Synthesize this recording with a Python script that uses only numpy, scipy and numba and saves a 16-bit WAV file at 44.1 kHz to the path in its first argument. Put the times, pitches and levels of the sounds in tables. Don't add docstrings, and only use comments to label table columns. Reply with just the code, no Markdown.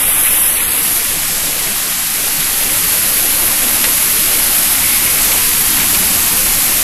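import sys
import numpy as np
from scipy import signal
from scipy.fft import rfft, irfft
from scipy.io import wavfile
from scipy.ndimage import uniform_filter1d, minimum_filter1d, map_coordinates
from numba import njit

SR = 44100
rng = np.random.default_rng(int(sys.argv[2]) if len(sys.argv) > 2 else 0)


def int16_out(signal):
    q = np.round(np.clip(np.atleast_2d(signal).T, -1, 1) * 32767)
    wavfile.write(sys.argv[1], SR, q.astype(np.int16))


N = 301193
TIME = np.arange(N) / SR
BIN_HZ = np.arange(N // 2 + 1) * SR / N

# time in seconds, level in dB.
WEB_FADER = [(0.0, -23), (0.32, -22.5), (0.49, -24), (2.07, -24.5), (2.74, -23), (4.94, -21.5),
             (6.83, -22.5)]
# frequency in Hz, gain in dB.
RUSH_EQ = [(150, -13), (350, -3.5), (600, -1.5), (1000, -3.5), (1600, -2.5), (2200, -0.5), (2800, -1),
           (3600, -3), (5000, -4), (7000, -10.5), (10000, -37), (15000, -35)]
# frequency in Hz, gain in dB.
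SIZZLE_EQ = [(2500, -21), (4000, -5), (5200, -2.5), (6500, 0.5), (8200, 2.5), (9300, 0.5), (11000, -13),
             (14600, -5), (15200, -45)]
# start and length in seconds, rise in dB.
FILM_PEELS = [(1.257, 0.083, 2.5), (2.86, .06, 1.5), (5.176, .11, 3)]
# delay in seconds, level in dB.
REFLECTIONS = [(.0073, -18), (.0119, -17.5), (0.019, -16), (.0281, -15.5)]
# time in seconds, level in dB.
HISS_FADER = [(0.0, -13.5), (0.485, -11.5), (0.52, -14.5), (0.63, -16.5), (0.72, -15), (0.95, -14.5),
              (1.02, -16.5), (1.22, -18.5), (1.98, -19), (3.02, -14.5), (4.53, -14.2), (4.57, -11.5),
              (4.62, -13.9), (6.83, -15.2)]
# frequency in Hz, gain in dB.
HISS_EQ = [(6000, -26), (8500, -11.5), (9600, -7.5), (10200, -2), (10700, 2), (11100, 4), (11600, 2.5),
           (12300, -2), (13100, -2), (13800, -5.5), (14600, -12), (15200, -50)]
# centre in Hz, width in Hz, gain in dB.
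FRAME_MODES = [(154.2, 21, 0), (176.6, 12.5, 2), (197, 15, -4.5), (227.2, 23.5, 1), (263.6, 11.5, 0.5),
               (287, 5.4, -5), (303.5, 11.4, 2.5), (320, 24, -3), (336, 50, -8), (487, 20, -1.5),
               (667, 13, -6), (1067, 49, -6.5)]
# start and length in seconds, rise in dB.
DRONE_SWELLS = [(3.418, 0.47, 2), (5.661, 0.66, 3)]
# time in seconds, level in dB.
RUMBLE_FADER = [(0, -33.5), (.9, -34.5), (2.35, -40), (2.7, -33.5), (3.7, -33), (4.4, -34.5), (4.9, -31),
                (6.83, -30.5)]
# frequency in Hz, gain in dB.
RUMBLE_EQ = [(8, -15), (20, 6.5), (32, -11), (45, 2), (58, -8.5), (72, -2), (100, -6), (125, -9.5),
             (200, -15.5), (500, -34.5)]
# time in seconds, level in dB.
BELT_FADER = [(0, -41), (3.2, -49), (3.5, -31), (4.0, -52), (5.0, -37), (5.25, -32), (6.4, -32.5),
              (6.83, -41)]
# turning rate in Hz, level in dB.
ROLLER_THROBS = [(11.1, -34.5), (12.05, -37.5)]
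# pitch in Hz, starting level in dB against the web fader.
HUM_TONES = [(154, -27), (177, -27), (231, -25), (268, -26.5), (301, -26.5)]
# start and length in seconds, level in dB, pitch and width in Hz.
FILM_RUBS = [(.243, .035, -25.5, 2150, 700), (.29, .09, -28, 2700, 1000), (.55, .05, -31.5, 2400, 600),
             (2.36, .04, -29, 2200, 1200), (4.71, .6, -35, 2110, 200), (4.81, .4, -30.5, 2185, 140),
             (5.8, .04, -29, 2200, 900)]
# start in seconds, level in dB, the rattle's centre and width in Hz,
# its time to fall 60 dB in seconds, then crack and thud in dB against the rattle.
WEB_SNAPS = [(.603, -17.5, 2330, 600, .06, -12, -22), (1.672, -24, 1900, 1700, .08, -4, -12),
             (3.841, -8.5, 1950, 1000, .06, 2.5, -14), (3.85, -17.5, 2100, 800, .08, -10, -9),
             (5.316, -15.5, 2300, 1600, .08, 1, -20), (5.514, -19, 2300, 1600, .06, 0, -18),
             (5.772, -19.5, 1400, 2200, .1, -3, -10), (5.785, -22, 3700, 900, .05, 4, -20),
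             (5.799, -17.5, 2350, 1100, .17, -2, -20), (5.947, -14.5, 2400, 2000, .07, 2, -16)]
# start and length in seconds, centre and width in Hz, depth in dB.
ROOM_NODES = [(.84, .18, 587, 90, -12), (1.148, 0.14, 480, 170, -10), (1.882, 0.25, 473, 220, -9),
              (2.978, 0.055, 447, 110, -12), (3.905, 0.33, 730, 110, -12), (3.95, .3, 510, 90, -12),
              (4.19, .1, 970, 160, -10), (4.496, .55, 463, 99, -10), (4.62, .25, 630, 90, -10),
              (5.35, 0.39, 610, 130, -15), (5.68, .24, 530, 90, -15), (6.1, 0.16, 620, 80, -10)]
# start and length in seconds, level in dB, frame resonance in Hz.
DRIVE_JOLTS = [(1.135, 0.054, -33, 165), (1.28, .05, -39, 165), (1.656, 0.051, -32, 195),
               (2.341, 0.043, -29.5, 168), (2.76, 0.28, -40, 160), (3.414, 0.091, -37, 310),
               (3.617, 0.055, -34, 238), (3.85, 0.04, -35, 300), (5.717, 0.078, -29.5, 283),
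               (5.758, 0.55, -34.5, 190), (6.395, 0.053, -36, 205)]

SIZZLE_DB_PER_S, HISS_TOP_DB_PER_S, DRIVE_DB_PER_S = 0.68, 0.44, 0.22
TILT_HOLD_S, TILT_END_S = 0.435, 0.89


def undb(db):
    return 10 ** (np.asarray(db) / 20)


def unit(x):
    return x / np.sqrt(np.mean(x ** 2))


def fader(table):
    return np.interp(TIME, *np.transpose(table))


def gate(s, length_s, attack_s, release_s):
    return np.clip((TIME - s) / attack_s, 0, 1) * np.exp(-np.maximum(TIME - s - length_s, 0) / release_s)


def tilt():
    return np.clip((TILT_END_S - TIME) / (TILT_END_S - TILT_HOLD_S), 0, 1)


def noise():
    return rng.standard_normal(N)


def walk(rate):
    return unit(irfft(rfft(noise()) * BIN_HZ / (BIN_HZ + rate / 4) / (1 + (BIN_HZ / rate) ** 4), N))


def grains(per_s, spread_db):
    hit = rng.random(N) < per_s / SR
    size = undb(spread_db * np.minimum(rng.exponential(size=N), 5))
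    return hit * size * np.sign(noise())


def equalise(x, points):
    hz, db = np.transpose(points)
    return unit(irfft(rfft(x) * undb(np.interp(np.log(BIN_HZ + 1), np.log(hz), db)), N))


def band(x, low_hz, high_hz):
    return irfft(rfft(x) / (1 + ((2 * BIN_HZ - low_hz - high_hz) / (high_hz - low_hz)) ** 12), N)


def resonate(x, hz, width_hz):
    damping = 1j * BIN_HZ * width_hz
    return irfft(rfft(x) * damping / (hz ** 2 - BIN_HZ ** 2 + damping), N)


@njit
def moving_band(x, hz, width_hz):
    y, band_state, low_state = np.empty(len(x)), 0., 0.
    for i in range(len(x)):
        tuning, damping = np.tan(np.pi * hz[i] / SR), width_hz[i] / hz[i]
        passed = (band_state + tuning * (x[i] - low_state)) / (1 + tuning * (tuning + damping))
        band_state = 2 * passed - band_state
        low_state += 2 * tuning * passed
        y[i] = damping * passed
    return y


def patchy(x, patch_hz, patch_s, clear, size):
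    framing = dict(fs=SR, nperseg=size, noverlap=size * 3 // 4)
    hz, s, cells = signal.stft(x, **framing)
    place = np.meshgrid(hz / patch_hz, s / patch_s, indexing="ij")
    chance = map_coordinates(rng.standard_normal((512, 256)), place, order=2, mode="mirror")
    return signal.istft(cells * np.clip(chance + clear, .1, 1), **framing)[1][:N]


def hall(x, t60_s, wet_db):
    tail = noise() * undb(-60 * TIME / t60_s) * np.minimum(TIME / 0.0042, 1)
    return x + undb(wet_db) * signal.fftconvolve(x, tail / np.sqrt(np.sum(tail ** 2)))[:N]


def film(flutter):
    rush = equalise(noise(), RUSH_EQ) * undb(0.29 * walk(15))
    creases = equalise(grains(per_s=300, spread_db=2.5), RUSH_EQ)
    crinkle = hall(unit(resonate(creases, hz=2500, width_hz=2900)), t60_s=0.3, wet_db=-8.5)
    body = (rush + undb(-10) * crinkle) * undb(fader(WEB_FADER) + 1.51)
    peel = noise() + undb(-5.5) * unit(grains(per_s=2300, spread_db=4))
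    peel_db = sum(db * gate(s, length_s, attack_s=0.018, release_s=0.063)
                  for s, length_s, db in FILM_PEELS)
    sizzle_db = -23.5 + SIZZLE_DB_PER_S * TIME + peel_db - tilt()
    return (body + equalise(peel, SIZZLE_EQ) * undb(sizzle_db)) * undb(0.28 * flutter)


def echoes(x):
    crossover_hz, sway_s = 800, .0002
    upper = irfft(rfft(x) * BIN_HZ ** 4 / (BIN_HZ ** 4 + crossover_hz ** 4), N)
    late = 0
    for delay_s, db in REFLECTIONS:
        read_s = TIME - delay_s - sway_s * walk(1.51)
        late += undb(db) * map_coordinates(upper, [read_s * SR], order=3, mode="mirror")
    return x - upper + unit(upper + late) * np.std(upper)


def hiss(flutter):
    spit = noise() * undb(.5 * walk(150))
    low_edge = unit(resonate(resonate(noise(), hz=10200, width_hz=1100), hz=10300, width_hz=1400))
    air = equalise(spit, HISS_EQ) * undb(0.5) + low_edge * tilt() * undb(-8.5)
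    top = band(air, low_hz=12200, high_hz=15500)
    top_gain = undb(-1.8 + HISS_TOP_DB_PER_S * TIME)
    return (air + top * (top_gain - 1)) * undb(fader(HISS_FADER) + 0.55 * flutter)


def drive():
    swell_db = sum(db * gate(s, length_s, attack_s=0.048, release_s=0.065)
                   for s, length_s, db in DRONE_SWELLS)
    drone = unit(sum(undb(db) * resonate(noise(), hz, width_hz) for hz, width_hz, db in FRAME_MODES))
    drone_db = fader(WEB_FADER) - 13.5 + DRIVE_DB_PER_S * TIME + swell_db + 0.74 * walk(19)
    rumble = equalise(noise(), RUMBLE_EQ) * undb(fader(RUMBLE_FADER))
    return drone * undb(drone_db) + rumble


def belt():
    whir = unit(resonate(resonate(noise(), hz=900, width_hz=580), hz=945, width_hz=1000))
    return whir * undb(fader(BELT_FADER))


def rollers():
    out = 0
    for hz, db in ROLLER_THROBS:
        turns = np.cumsum(hz * (1 + 0.018 * walk(1))) / SR
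        angle = 2 * np.pi * (turns + rng.random())
        overtones = sum(np.sin(k * angle + rng.uniform(0, 2 * np.pi)) / (k - 1) ** 0.45
                        for k in range(2, 8))
        out += undb(db) * unit(np.sin(angle) + undb(-20) * overtones)
    return out


def hum():
    waver_share, flicker_db = 0.009, 4
    run_s = np.cumsum(1 + waver_share * walk(5)) / SR
    tones = 0
    for hz, db in HUM_TONES:
        tone = np.sin(2 * np.pi * (hz * run_s + rng.random()))
        tones += unit(tone * undb(flicker_db * walk(6.5))) * undb(db)
    return tones * undb(fader(WEB_FADER) + DRIVE_DB_PER_S * TIME)


def hollow(x):
    tilted_hz, level_hz, notch_width_hz = 4300, 6840, 400.
    sweep_hz = level_hz + (tilted_hz - level_hz) * tilt()
    wet = np.minimum(tilt() / .45, 1)
    treble = band(x, low_hz=4120, high_hz=7450)
    x = x + wet * (patchy(treble, patch_hz=150, patch_s=.05, clear=.6, size=1024) - treble)
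    shoulder = moving_band(x, 1.21 * sweep_hz, 0.19 * sweep_hz)
    x = x - (1 - undb(-1.5 * tilt())) * shoulder
    notch_hz = sweep_hz * (1 + .03 * walk(16))
    for _ in range(2):
        x = x - wet * moving_band(x, notch_hz, np.full(N, notch_width_hz))
    return x


def low_mid_flicker(x):
    mids = band(x, low_hz=327, high_hz=1016)
    return x - mids + patchy(mids, patch_hz=85, patch_s=.045, clear=1.2, size=2048)


def rubs():
    slips = grains(per_s=3200, spread_db=-1.5)
    waver = 1 + 0.006 * walk(18)
    side_ring = undb(-12) * unit(resonate(noise(), hz=2583, width_hz=310))
    out = 0
    for s, length_s, db, hz, width_hz in FILM_RUBS:
        pitch, width = hz * waver, np.full(N, float(width_hz))
        ring = unit(moving_band(moving_band(slips, pitch, width), pitch, width))
        out += (ring + side_ring) * undb(db) * gate(s, length_s, attack_s=0.018, release_s=0.015)
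    return out


def snaps():
    crack_decay_s, thud_t60_s = 0.002, .12
    crack_noise = unit(resonate(resonate(noise(), hz=3500, width_hz=4500), hz=3500, width_hz=4500))
    thud_noise = unit(resonate(noise(), hz=310, width_hz=290))
    out = 0
    for s, db, hz, width_hz, t60_s, crack_db, thud_db in WEB_SNAPS:
        age = np.maximum(TIME - s, 0)
        crack = crack_noise * undb(crack_db) * np.exp(-age / crack_decay_s)
        rattle = unit(resonate(noise(), hz, width_hz)) * undb(-60 * age / t60_s)
        thud = thud_noise * undb(thud_db - 60 * age / thud_t60_s)
        out += undb(db) * (TIME >= s) * (crack + rattle + thud)
    return hall(out, t60_s=.4, wet_db=-12)


def room_nodes(x):
    spectrum = rfft(x)
    for s, length_s, hz, width_hz, db in ROOM_NODES:
        scoop = irfft(spectrum / (1 + ((BIN_HZ - hz) / (width_hz / 2)) ** 4), N)
        x = x - (1 - undb(db)) * scoop * gate(s, length_s, attack_s=0.037, release_s=0.014)
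    return x


def booms():
    shake = noise()
    out = 0
    for s, length_s, db, hz in DRIVE_JOLTS:
        boom = unit(resonate(resonate(shake, hz, width_hz=37), hz, width_hz=100))
        out += boom * undb(db) * gate(s, length_s, attack_s=0.017, release_s=0.04)
    return out


def scene():
    flutter = walk(24)
    machine = echoes(film(flutter)) + hiss(flutter) + rubs() + snaps() + drive() + booms() + belt()
    mono = room_nodes(low_mid_flicker(hollow(machine))) + rollers() + hum()
    return np.array([mono, mono])


def record(dry):
    ceiling, window_samples, cutoff_hz = .78, 33, 14620
    gain = np.minimum(1, ceiling / (np.abs(dry) + 1e-9))
    gain = uniform_filter1d(minimum_filter1d(gain, window_samples), window_samples)
    low_pass = signal.firwin(801, cutoff_hz, window="blackman", fs=SR)
    return signal.fftconvolve(dry * gain, low_pass[None], mode="same", axes=1)


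dry = scene()
out = record(dry)
int16_out(out)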